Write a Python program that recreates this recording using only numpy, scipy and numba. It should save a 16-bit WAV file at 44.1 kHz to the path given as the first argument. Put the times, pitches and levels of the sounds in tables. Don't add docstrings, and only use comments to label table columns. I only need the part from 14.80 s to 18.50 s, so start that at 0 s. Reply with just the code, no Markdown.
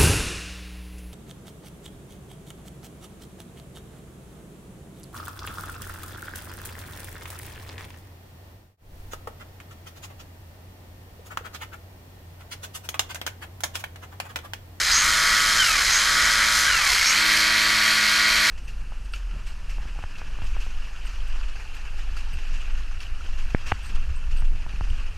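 import sys
import numpy as np
from scipy import signal
from scipy.fft import rfft, irfft
from scipy.io import wavfile
from scipy.ndimage import uniform_filter1d
from numba import njit

SR = 44100
rng = np.random.default_rng(int(sys.argv[2]) if len(sys.argv) > 2 else 0)


def wav_out(sig):
    wavfile.write(sys.argv[1], SR, np.round(np.clip(np.atleast_2d(sig).T, -1, 1) * 32767).astype(np.int16))


N = 163170

# [slack knock t/s, chatter stops t/s, speeding up begins t/s, released t/s, squeal level/dB]
THROTTLE_BURSTS = [(0.0, 0.02, 0.092, 0.785, 1.5), (0.982, 1.02, 1.078, 1.862, -1),
                   (2.125, 2.157, 2.218, 3.9, -2)]
# [f/Hz, relative density level/dB]
RUMBLE_SPECTRUM = [(12, -13), (25, 0.5), (33, 2.5), (42, -3), (58, 3.5), (78, -11.5), (120, -12.5),
                   (160, -30)]
# [multiple of shaft rate, facing rms level/dB, sideways rms level/dB,
# coasting change level/dB]
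SHAFT_TONE_TABLE = [(2, -52, -52, -3), (3, -56, -56, -3), (4, -52, -45, -5), (6, -53, -48, -5),
                    (8, -57, -54, -3), (10, -58, -57, -3), (12, -50, -47, -4), (13, -57, -55, -3),
                    (17, -50, -49, -3), (18, -45, -45, -3), (20, -49, -48, -3), (22, -46, -45, -3),
                    (24, -33, -38, -4), (27, -33, -33, -4), (29, -42, -40, -3), (32, -41, -39, -3),
                    (33, -39, -38, -3), (36, -33, -31, -4), (39, -38, -39, -3), (40, -40, -38, -3),
                    (58, -44, -42, -3), (63, -43, -41, -3), (66, -42, -47, -3), (69, -44, -40, -3),
                    (75, -42, -38, -3), (78, -41, -45, -3), (81, -43, -37, -3), (83, -45, -43, -3)]
# [multiple of motor rate, facing rms level/dB, sideways rms level/dB,
# coasting change level/dB]
MOTOR_TONE_TABLE = [(1, -53.5, -53, 1), (2, -37.5, -38, -3), (3, -45, -51, -3), (4, -42.5, -37, 5),
                    (6, -47, -44, 5)]
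# [multiple of shaft rate, facing rms level/dB, sideways rms level/dB,
# coasting change level/dB, pulling change level/dB]
MESH_TONE_TABLE = [(30, -37, -37, 10, 4), (60, -39, -37, 11.5, 5)]
# [f/Hz, relative density level/dB]
FACING_COLOUR = [(60, -10.5), (130, -18.5), (250, -24), (500, -25), (640, -19), (790, -21), (1000, -15.5),
                 (1400, -2.5), (1800, -3), (2150, -1.5), (2420, -6.5), (2750, -13), (3150, -6.5),
                 (3600, -11), (4200, -4.5), (4700, -9), (5050, -4), (5600, -11), (6200, -7.5),
                 (8300, -16.5), (9800, -17.5), (11200, -23.5), (12500, -23), (14000, -28.5), (14900, -56)]
# [f/Hz, relative density level/dB]
SIDEWAYS_COLOUR = [(60, -21), (130, -24), (250, -21.5), (500, -25.5), (640, -19.5), (790, -21),
                   (1000, -13.5), (1400, -4.5), (1800, -2.5), (2150, 1), (2420, -1.5), (2750, -8.5),
                   (3150, -6), (3550, -10), (4300, -1.5), (5050, -7), (5700, -9.5), (6300, -10.5),
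                   (8300, -17.5), (9800, -19.5), (11200, -21.5), (12500, -23), (14000, -27.5), (14900, -48)]
RATTLE_BEAT = [(1, 0.098, 0.017), (2, 0.19, 0.16), (3, 0.058, 0.18), (4, 0.054, 0.03), (6, 0.16, 0.3)]
# [f/Hz, width f/Hz, facing level/dB, sideways level/dB]
SHELL_RESONANCES = [(4150, 1000, -2, -12), (4890, 600, 2, -6), (5500, 500, -3, 8), (6430, 700, 4, 3),
                    (7360, 800, -4, -1)]
# [f/Hz, unrelated side level/dB, quarter-cycle side level/dB,
# left minus right level/dB]
STEREO_WIDTH = [(40, -20.5, -40, -1.5), (250, -10.5, -35, 1), (684, -8, -50, -0.5), (1090, -10, -9.5, 0),
                (1460, -13.5, -22, 1), (2300, -15, -32, -1.5), (3300, -10, -29, -.5), (4700, -35, -62, 0),
                (5500, -58, -74, -2.5), (7760, -48, -31, 1.5), (11300, -13, -34, 0), (13000, -6, -20, 11),
                (13800, -2, -3, 2), (14600, -7, -20, 1)]

START_SPEED, SPIN_UP_S, COAST_PER_S = .55, .036, 1.72
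SHAFT_HZ, MOTOR_HZ, SPEED_WANDER = 53.53, 573.4, .0008
TURN_S, TURN_LENGTH_S = 1.993, 0.37
GLIDE_SHARE = .07

RUMBLE_DB, GUST_DB, GUST_HZ, RUMBLE_SIDEWAYS_DB = -40, 0.5, 5.07, -2

TONE_WAVER_DB, TONE_WAVER_HZ = 1.5, 14
TONE_SLOW_DB, TONE_ROUGH_DB, TONE_ROUGH_HZ = -49, 14, 45
GLIDE_JITTER, GLIDE_JITTER_HZ = 0.3, 90
MESH_BODY_SHARE, MESH_ROUGH_DB, MESH_JITTER = .3, 2.5, .2
MESH_BEAT = .6
MESH_SLOW_DB, MESH_LULL_DB = -20, -15

FACING_DB, SIDEWAYS_DB, LULL_DB = -20, -19.5, -1
TICKS_PER_S, TICK_SHARE, REPEAT_SHARE = 2500, 0.52, 0.13
TREBLE_HZ, FLICKER_HZ = 2690, 12
FLICKER_DB, CHATTER_DEPTH = (.8, .9), (0.043, 0.33)
TOP_FLICKER_DB, TOP_FLICKER_HZ, TOP_FROM_HZ = 1, 14, 7200

PINION_TEETH, SQUEAL_WIDTH_HZ = 13, 1300
SQUEAL_DB, SQUEAL_ATTACK_S, SQUEAL_FADE_S = -17.5, 0.068, 0.067
TAKE_UP_DB, TAKE_UP_HZ, TAKE_UP_S = -44.5, 437, 0.009

ROUNDING, TOP_HZ = 1.85, 14750


def undb(db):
    return 10 ** (np.asarray(db) / 20)


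def level(x, db):
    return x * undb(db) / np.sqrt(np.mean(x ** 2))


def spectral_lines():
    return np.arange(N // 2 + 1) * SR / N


def along(table, column=1):
    rows = np.array(table, float)
    return np.interp(np.log(spectral_lines() + 1), np.log(rows[:, 0]), rows[:, column])


def colour(x, gain):
    return irfft(rfft(x) * gain, N)


def above(corner_hz):
    return 1 / (1 + (corner_hz / (spectral_lines() + 1)) ** 6)


def walk(rate_hz):
    hold, step = int(SR / rate_hz / 32), np.arange(N // 32 + 2)
    held = rng.standard_normal(500)[step // hold]
    slewed = uniform_filter1d(uniform_filter1d(held, hold), hold)
    return np.interp(np.arange(N) / 32, step, 1.3 * slewed)


@njit
def moving_bandpass(x, hz, width):
    y, band, low = np.empty(len(x)), 0., 0.
    for i in range(len(x)):
        g, k = np.tan(np.pi * hz[i] / SR), width / hz[i]
        v = (band + g * (x[i] - low)) / (1 + g * (g + k))
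        band, low, y[i] = 2 * v - band, low + 2 * g * v, k * v
    return y


def ring(x, hz, width):
    centre = np.full(N, 1. * hz)
    once = moving_bandpass(x, centre, 1. * width)
    return moving_bandpass(once, centre, 1. * width)


def drive(t):
    speed, start = np.ones(N), START_SPEED
    coasting, lull = np.ones(N), np.zeros(N)
    for k, (_, calm, on, off, _) in enumerate(THROTTLE_BURSTS):
        u = np.clip(t - on, 0, off - on) / SPIN_UP_S
        spin_up = 1 - (1 - start) * (1 + u) * np.exp(-u)
        now = spin_up * np.exp(-COAST_PER_S * np.maximum(t - off, 0))
        speed = np.where(t >= on, now, speed) if k else now
        coasting[(t >= calm) & (t < off)] = 0
        lull[(t >= calm) & (t < on)] = 1
        if k + 1 < len(THROTTLE_BURSTS):
            start = now[int(THROTTLE_BURSTS[k + 1][2] * SR)]
    speed = speed * (1 + SPEED_WANDER * walk(4))
    return speed, uniform_filter1d(coasting, size=600), uniform_filter1d(lull, size=600)


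def gliding(speed):
    return np.clip((1 - speed) / GLIDE_SHARE, 0, 1)


def rumble():
    low = colour(rng.standard_normal(N), undb(along([*RUMBLE_SPECTRUM, (400, -70)])))
    return level(low * undb(GUST_DB * walk(GUST_HZ)), RUMBLE_DB)


def tones(table, turns, speed, turned, coasting):
    out = 0
    for order, facing_db, side_db, coast_db in table:
        db = facing_db + (side_db - facing_db) * turned + coast_db * coasting
        db = db + TONE_WAVER_DB * walk(TONE_WAVER_HZ)
        db = db + (1 - speed) * (TONE_SLOW_DB + TONE_ROUGH_DB * walk(TONE_ROUGH_HZ))
        shake = GLIDE_JITTER * gliding(speed) * walk(GLIDE_JITTER_HZ)
        cycles = round(order) * turns + rng.random() + shake
        out = out + np.sqrt(2) * undb(db) * np.sin(2 * np.pi * cycles)
    return out


def mesh_whine(turns, speed, turned, coasting, lull):
    out, body = 0, np.array(FACING_COLOUR).T
    glide = np.maximum(gliding(speed), coasting)
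    beat = 1 + MESH_BEAT * coasting * np.cos(2 * np.pi * turns)
    for order, facing_db, side_db, coast_db, pull_db in MESH_TONE_TABLE:
        hz = round(order) * SHAFT_HZ
        db = facing_db + (side_db - facing_db) * turned + TONE_WAVER_DB * walk(TONE_WAVER_HZ)
        db = db + MESH_BODY_SHARE * (np.interp(hz * speed, *body) - np.interp(hz, *body))
        db = db + MESH_SLOW_DB * (1 - speed) + MESH_LULL_DB * lull
        change_db = pull_db + (coast_db - pull_db) * coasting
        db = db + glide * (change_db + MESH_ROUGH_DB * walk(TONE_ROUGH_HZ))
        shake = MESH_JITTER * glide * walk(GLIDE_JITTER_HZ)
        cycles = round(order) * turns + rng.random() + shake
        out = out + np.sqrt(2) * undb(db) * np.sin(2 * np.pi * cycles)
    return out * beat


def rattle(turns, turned, coasting):
    ticks = (rng.random(N) < TICKS_PER_S / SR) * rng.standard_normal(N)
    repeating = rng.standard_normal(1024)[(turns % 1 * 1024).astype(int)]
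    raw = TICK_SHARE * level(ticks, 0) + rng.standard_normal(N) + REPEAT_SHARE * repeating
    waves = [np.cos(2 * np.pi * (round(m) * turns + rng.random() * (m != 2))) for m, _, _ in RATTLE_BEAT]
    treble = above(TREBLE_HZ)
    body = 0
    for column, share in ((1, treble), (2, 1 - treble)):
        beat = 1 + sum(row[column] * wave for row, wave in zip(RATTLE_BEAT, waves))
        beat = beat + CHATTER_DEPTH[column - 1] * coasting * waves[0]
        flicker = undb(FLICKER_DB[column - 1] * walk(FLICKER_HZ))
        body = body + colour(raw * beat * flicker, share)
    top = above(TOP_FROM_HZ)
    top_flicker = undb(TOP_FLICKER_DB * walk(TOP_FLICKER_HZ))
    body = colour(body, 1 - top) + colour(body * top_flicker, top)
    facing = level(colour(body, undb(along(FACING_COLOUR))), FACING_DB)
    sideways = level(colour(body, undb(along(SIDEWAYS_COLOUR))), SIDEWAYS_DB)
    return (1 - turned) * facing + turned * sideways


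def take_up_knock(t):
    envelope = 0
    for hit, *_ in THROTTLE_BURSTS:
        u = np.maximum(t - hit, 0) / TAKE_UP_S
        envelope = envelope + u * np.exp(1 - u)
    return level(ring(rng.standard_normal(N), TAKE_UP_HZ, 320), TAKE_UP_DB) * envelope


def squeal(t, speed, turned):
    load = 0
    for hit, _, on, _, db in THROTTLE_BURSTS:
        rise = np.minimum(np.maximum(t - hit, 0) / (on - hit + SQUEAL_ATTACK_S), 1)
        since_peak = np.maximum(t - on - SQUEAL_ATTACK_S, 0)
        load = load + undb(db) * rise * np.exp(-since_peak / SQUEAL_FADE_S)
    tooth_hz = PINION_TEETH * MOTOR_HZ * speed
    mesh = moving_bandpass(rng.standard_normal(N), tooth_hz, 1. * SQUEAL_WIDTH_HZ)
    mesh = level(mesh, SQUEAL_DB) * load
    shell = 0
    for hz, width, facing_db, side_db in SHELL_RESONANCES:
        shell = shell + undb(facing_db + (side_db - facing_db) * turned) * ring(mesh, hz, width)
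    return shell


def scene():
    t = np.arange(N) / SR
    speed, coasting, lull = drive(t)
    turned = np.clip((t - TURN_S) / TURN_LENGTH_S, 0, 1)
    run = np.cumsum(speed) / SR
    shaft_turns = SHAFT_HZ * run

    def noise():
        gears = rattle(shaft_turns, turned, coasting) * undb(LULL_DB * lull)
        return gears + rumble() * undb(RUMBLE_SIDEWAYS_DB * turned)

    mid = noise()
    mid = mid + tones(SHAFT_TONE_TABLE, shaft_turns, speed, turned, coasting)
    mid = mid + tones(MOTOR_TONE_TABLE, MOTOR_HZ * run, speed, turned, coasting)
    mid = mid + mesh_whine(shaft_turns, speed, turned, coasting, lull)
    mid = mid + take_up_knock(t) + squeal(t, speed, turned)

    unrelated = colour(noise(), undb(along(STEREO_WIDTH, column=1)))
    quarter_cycle = 1j * undb(along(STEREO_WIDTH, column=2))
    balance = np.tanh(along(STEREO_WIDTH, column=3) * np.log(10) / 40)
    side = unrelated + colour(mid, quarter_cycle + balance)
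    return np.array([mid + side, mid - side])


def record(dry):
    rounded = np.tanh(ROUNDING * dry) / ROUNDING
    return signal.sosfilt(signal.ellip(10, .2, 80, TOP_HZ, fs=SR, output="sos"), rounded)


dry = scene()
out = record(dry)
wav_out(out)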